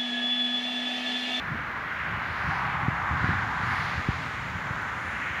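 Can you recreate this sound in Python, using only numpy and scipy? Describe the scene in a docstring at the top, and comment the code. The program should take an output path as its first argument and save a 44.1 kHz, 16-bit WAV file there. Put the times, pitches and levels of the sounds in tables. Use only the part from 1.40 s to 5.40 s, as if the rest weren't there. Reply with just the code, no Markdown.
"""Tyres roar steadily on a distant road, swelling and changing colour as the air carries them
over an open field. Wind rustles dry grass and bare twigs; gusts add swishes and thin sizzles.
Turbulence buffets the microphone, and now and then an eddy hits it with a soft thump.
A few tiny ticks sound close by, over a faint even hiss."""
import sys
import numpy as np
from scipy.fft import rfft, irfft, next_fast_len
from scipy.io import wavfile
from scipy.ndimage import map_coordinates

SR = 44100
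rng = np.random.default_rng(int(sys.argv[2]) if len(sys.argv) > 2 else 0)


def materialize(psi):
    """Save the field psi as 16-bit PCM at rate SR to the path in sys.argv[1].

    A 1-D psi becomes a single channel; in a 2-D psi each row is a channel.
    """
    bounded = np.clip(np.atleast_2d(psi).T, -1, 1)
    quanta = np.round(bounded * 32767).astype(np.int16)
    wavfile.write(sys.argv[1], SR, quanta)


N = 176400


def amp(db):
    """Decibels to gain."""
    return 10 ** (np.asarray(db) / 20)


def unit(x):
    """Scaled to rms 1."""
    return x / np.sqrt(np.mean(x ** 2) + 1e-20)


def colour(points, hz):
    """Gain of (Hz, dB) points on a log axis."""
    f, db = np.transpose(points)
    return amp(np.interp(np.log(hz + 1), np.log(f + 1), db))


def curves(rows):
    """One value per sample for each column after the time."""
    s, *cols = np.transpose(rows)
    return [np.interp(np.arange(N) / SR, s, c) for c in cols]


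def wobble(rate):
    """A smooth random curve, rate knots a second."""
    return map_coordinates(rng.standard_normal(N // 100), [np.arange(N) * rate / SR], mode="wrap")


def filtered(x, response):
    """x times a response of frequency."""
    m = next_fast_len(N + SR // 2)
    return irfft(rfft(x, m) * response(np.fft.rfftfreq(m, 1 / SR)), m)[:N]


def above(hz, edge_hz, order=6):
    """Gain of a high-pass slope."""
    return 1 / np.sqrt(1 + (edge_hz / (hz + 1)) ** (2 * order))


def swell(s, half_s):
    """A smooth rise and fall around time s."""
    return np.exp(-((np.arange(N) / SR - s) / half_s) ** 2)


def hump(hz, centre_hz, octaves):
    """Gain of a broad resonance."""
    return np.exp(-(np.log2((hz + 1) / centre_hz) / octaves) ** 2 / 2)


def smooth_noise(response):
    """Even coloured noise of rms 1."""
    return unit(filtered(rng.standard_normal(N), response))


# Tyre roar per band: time_s, low_db, mid_db, high_db
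ROAD_LEVELS = [(0.0, -41.5, -34.5, -41.5), (0.4, -40, -34.5, -41.5), (0.6, -42, -34, -36.5),
               (0.75, -37.0, -35.5, -37), (0.93, -38.5, -33.5, -39.5), (1.08, -33.5, -32.0, -36.5),
               (1.3, -31, -34.5, -37), (1.45, -33, -34, -39), (1.75, -32.5, -32.5, -40.5),
               (1.9, -34.5, -29, -36), (2.13, -33.5, -33.5, -41), (2.32, -32.5, -30.5, -35.5),
               (2.6, -37.5, -36.5, -37.5), (3.1, -41, -38, -40.5), (3.42, -38.0, -34, -41.5),
               (3.6, -40.5, -36.0, -40.5), (3.85, -40.5, -34.0, -35), (4.0, -39.5, -36.5, -33.5)]
# Low, mid and high band: low_hz, high_hz, gain_db
ROAD_BANDS = [(694, 1170, 0), (1110, 2080, -0.28), (1985, 3015, 0)]
# Distant tyres: freq_hz, density_db
TYRE_SPECTRUM = [(500, -6), (660, -11), (750, -4), (900, -3), (1100, 0), (1550, 6), (2050, -0.5),
                 (2600, -11), (3400, -14.5), (5000, -22)]
# Engines and dull body of the traffic: freq_hz, density_db
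DRONE_SPECTRUM = [(30, -35), (55, 3), (85, -2.5), (125, 0.5), (165, 0.5), (215, -0.5), (300, -3.5),
                  (390, -7), (500, -6.5), (640, -3.5), (900, -21), (1500, -45)]

def traffic(drone_db=-44):
    """Tyre roar whose bands fade and swell on their way through the air, over a low engine drone."""
    out = amp(drone_db) * smooth_noise(lambda hz: colour(DRONE_SPECTRUM, hz))
    for level_db, (low_hz, high_hz, gain_db) in zip(curves(ROAD_LEVELS), ROAD_BANDS):
        def tyre_band(hz):
            high_pass = above(hz, low_hz, order=8)
            low_pass = np.sqrt(1 - above(hz, high_hz, order=8) ** 2)
            return colour(TYRE_SPECTRUM, hz) * high_pass * low_pass
        out += amp(level_db + gain_db) * smooth_noise(tyre_band)
    return out


# Rustle envelope: time_s, level_db
GRASS_LEVEL = [(0, -55.5), (.7, -54.5), (1.55, -54.5), (2.5, -48.5), (3.2, -53), (4, -55)]
# Dry grass: freq_hz, density_db
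GRASS_SPECTRUM = [(1500, -25), (2600, -3.5), (3400, 3), (4100, -0.5), (5000, -7), (6200, -11.5),
                  (7200, -15.5), (8200, -32), (12000, -35), (16000, -50)]

def grass_rustle():
    """Dry stalks rustle steadily in the wind."""
    return amp(curves(GRASS_LEVEL)[0]) * smooth_noise(lambda hz: colour(GRASS_SPECTRUM, hz))


# Wind on the microphone: time_s, level_db
BUFFET_LEVEL = [(0, -48), (.35, -57), (.7, -48), (1.0, -45), (1.3, -37.5), (1.6, -41.5), (1.95, -37.5),
                (2.15, -39.5), (2.75, -44.5), (3.05, -41), (3.35, -41.5), (3.58, -46.5), (3.72, -46),
                (4, -47)]
# Single puffs: peak_s, half_s, level_db
PUFFS = [(0.145, 0.065, -34), (0.73, 0.074, -37.5), (.91, 0.026, -38.5), (1.092, 0.048, -31.5),
         (1.44, 0.018, -28.5), (1.732, 0.033, -29), (1.872, 0.084, -27), (2.26, 0.052, -31.5),
         (2.433, 0.067, -38.5), (2.592, .025, -34), (2.783, .04, -36), (3.17, 0.026, -34)]
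# Wind rumble: freq_hz, density_db
BUFFET_SPECTRUM = [(20, -42), (35, -16), (55, -10.5), (75, 4), (100, 2), (135, 0.5), (170, -1.5),
                   (210, -10.5), (270, -13.5), (400, -25), (700, -45), (2000, -66)]

def buffet(flutter_db=1.43, flutter_per_s=30.07):
    """Turbulence at the microphone makes a lumpy rumble; single puffs add to its power."""
    wind_power = amp(curves(BUFFET_LEVEL)[0]) ** 2
    puff_power = sum((amp(level_db) * swell(peak_s, half_s)) ** 2 for peak_s, half_s, level_db in PUFFS)
    flutter = amp(flutter_db * wobble(flutter_per_s))
    rumble = smooth_noise(lambda hz: colour(BUFFET_SPECTRUM, hz))
    return np.sqrt(wind_power + puff_power) * flutter * rumble


# Upper hiss envelope: time_s, level_db
HISS_LEVEL = [(0, -83), (.9, -70.5), (1.5, -65), (2.0, -61), (3.2, -60.5), (4, -58.5)]
# Upper hiss: freq_hz, density_db
HISS_SPECTRUM = [(3000, -8), (5000, -6), (6500, 0.5), (7200, 0), (8000, -13), (9500, -13), (14000, -31)]
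# Microphone self-noise: freq_hz, density_db
FLOOR_SPECTRUM = [(100, 2), (8000, -4), (12000, -2.5), (16000, -1.5)]

def hiss(floor_db=-69):
    """A soft upper hiss slowly grows over the microphone's own even noise."""
    upper = amp(curves(HISS_LEVEL)[0]) * smooth_noise(lambda hz: colour(HISS_SPECTRUM, hz))
    return upper + amp(floor_db) * smooth_noise(lambda hz: colour(FLOOR_SPECTRUM, hz))


# Eddies hitting the microphone: time_s, level_db, width_s, wake_relative_db
EDDIES = [(0.141, -29, 0.003, -8), (1.4839, -13.5, 0.0012, -23), (1.843, -20, 0.001, -22),
          (1.891, -17.5, 0.0011, -28), (2.6882, -13, 0.0011, -7), (3.309, -22, 0.0021, -20)]

def thumps(cut_hz=119, cut_q=1.56, wake_hz=63, wake_t60_s=0.1):
    """Each eddy's pressure bump briefly rings the microphone's bass cut and trails a deep wake."""
    t, out = np.arange(N) / SR, np.zeros(N)
    bass_cut = lambda hz: hz ** 2 / (hz ** 2 - cut_hz ** 2 - 1j * hz * cut_hz / cut_q)
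    for time_s, level_db, width_s, wake_relative_db in EDDIES:
        pressure = (1 + ((t - time_s) / width_s) ** 2 / 2) ** -2
        swing = filtered(pressure, bass_cut)
        age_s = np.maximum(t - time_s, 0)
        wake = amp(wake_relative_db - 60 * age_s / wake_t60_s) * np.sin(2 * np.pi * wake_hz * age_s)
        out += amp(level_db) * (swing / np.abs(swing).max() + wake)
    return out


# Tiny ticks close by: start_s, level_db
TICKS = [(.4755, -45), (.598, -48), (.951, -48), (1.064, -39), (3.0902, -47), (3.4233, -34)]

def ticks(low_cut_hz=4000):
    """Dry, bright snaps: high-passed impulses with no ring."""
    impulses = np.zeros(N)
    for start_s, level_db in TICKS:
        impulses[round(start_s * SR)] += amp(level_db)
    return filtered(impulses, lambda hz: above(hz, low_cut_hz, order=2))


# Gusts in the stalks: peak_s, half_s, swish_db, centre_hz, sizzle_db
GUSTS = [(0.946, 0.16, -52, 3600, -78), (1.124, 0.14, -54, 4280, -74), (1.28, 0.12, -50.5, 3060, -82),
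         (1.883, 0.13, -50.5, 3620, -78), (2.333, 0.12, -51, 3950, -66.5), (2.484, 0.15, -49, 3900, -70),
         (2.783, 0.15, -53.5, 3830, -76), (3.964, 0.079, -56, 2900, -85)]
# Sizzle riding on a gust: freq_hz, density_db
SIZZLE_SPECTRUM = [(7000, -30), (8400, -9), (9200, 1), (10300, -4), (11300, -7), (12300, -7), (13500, -16),
                   (15500, -20)]

def gust_swishes(width_octaves=0.36):
    """Each gust swishes through the stalks at its own pitch, with a sizzle on top."""
    out = np.zeros(N)
    sizzle = smooth_noise(lambda hz: colour(SIZZLE_SPECTRUM, hz))
    for peak_s, half_s, swish_db, centre_hz, sizzle_db in GUSTS:
        swish = smooth_noise(lambda hz: hump(hz, centre_hz, width_octaves))
        out += swell(peak_s, half_s) * (amp(swish_db) * swish + amp(sizzle_db) * sizzle)
    return out


# Lone sizzles in the grass: peak_s, half_s, level_db, centre_hz
THIN_SIZZLES = [(2.9, .11, -70, 8300), (3.7, .15, -69, 9650)]

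def thin_sizzles(width_octaves=0.11):
    """Narrow, high bands of grass noise rise and fall."""
    out = np.zeros(N)
    for peak_s, half_s, level_db, centre_hz in THIN_SIZZLES:
        sizzle = smooth_noise(lambda hz: hump(hz, centre_hz, width_octaves))
        out += swell(peak_s, half_s) * amp(level_db) * sizzle
    return out


def scene():
    """Road, grass and wind at one microphone."""
    field = traffic() + grass_rustle() + gust_swishes() + thin_sizzles()
    return (field + hiss() + buffet() + thumps() + ticks())[None]


LOW_CUT_HZ, TOP_HZ = 39, 15720

def record(dry):
    """The recorder drops the deepest bass and everything above its band limit."""
    return filtered(dry[0], lambda hz: above(hz, LOW_CUT_HZ, order=4) * (hz < TOP_HZ))[None]


dry = scene()
out = record(dry)
materialize(out)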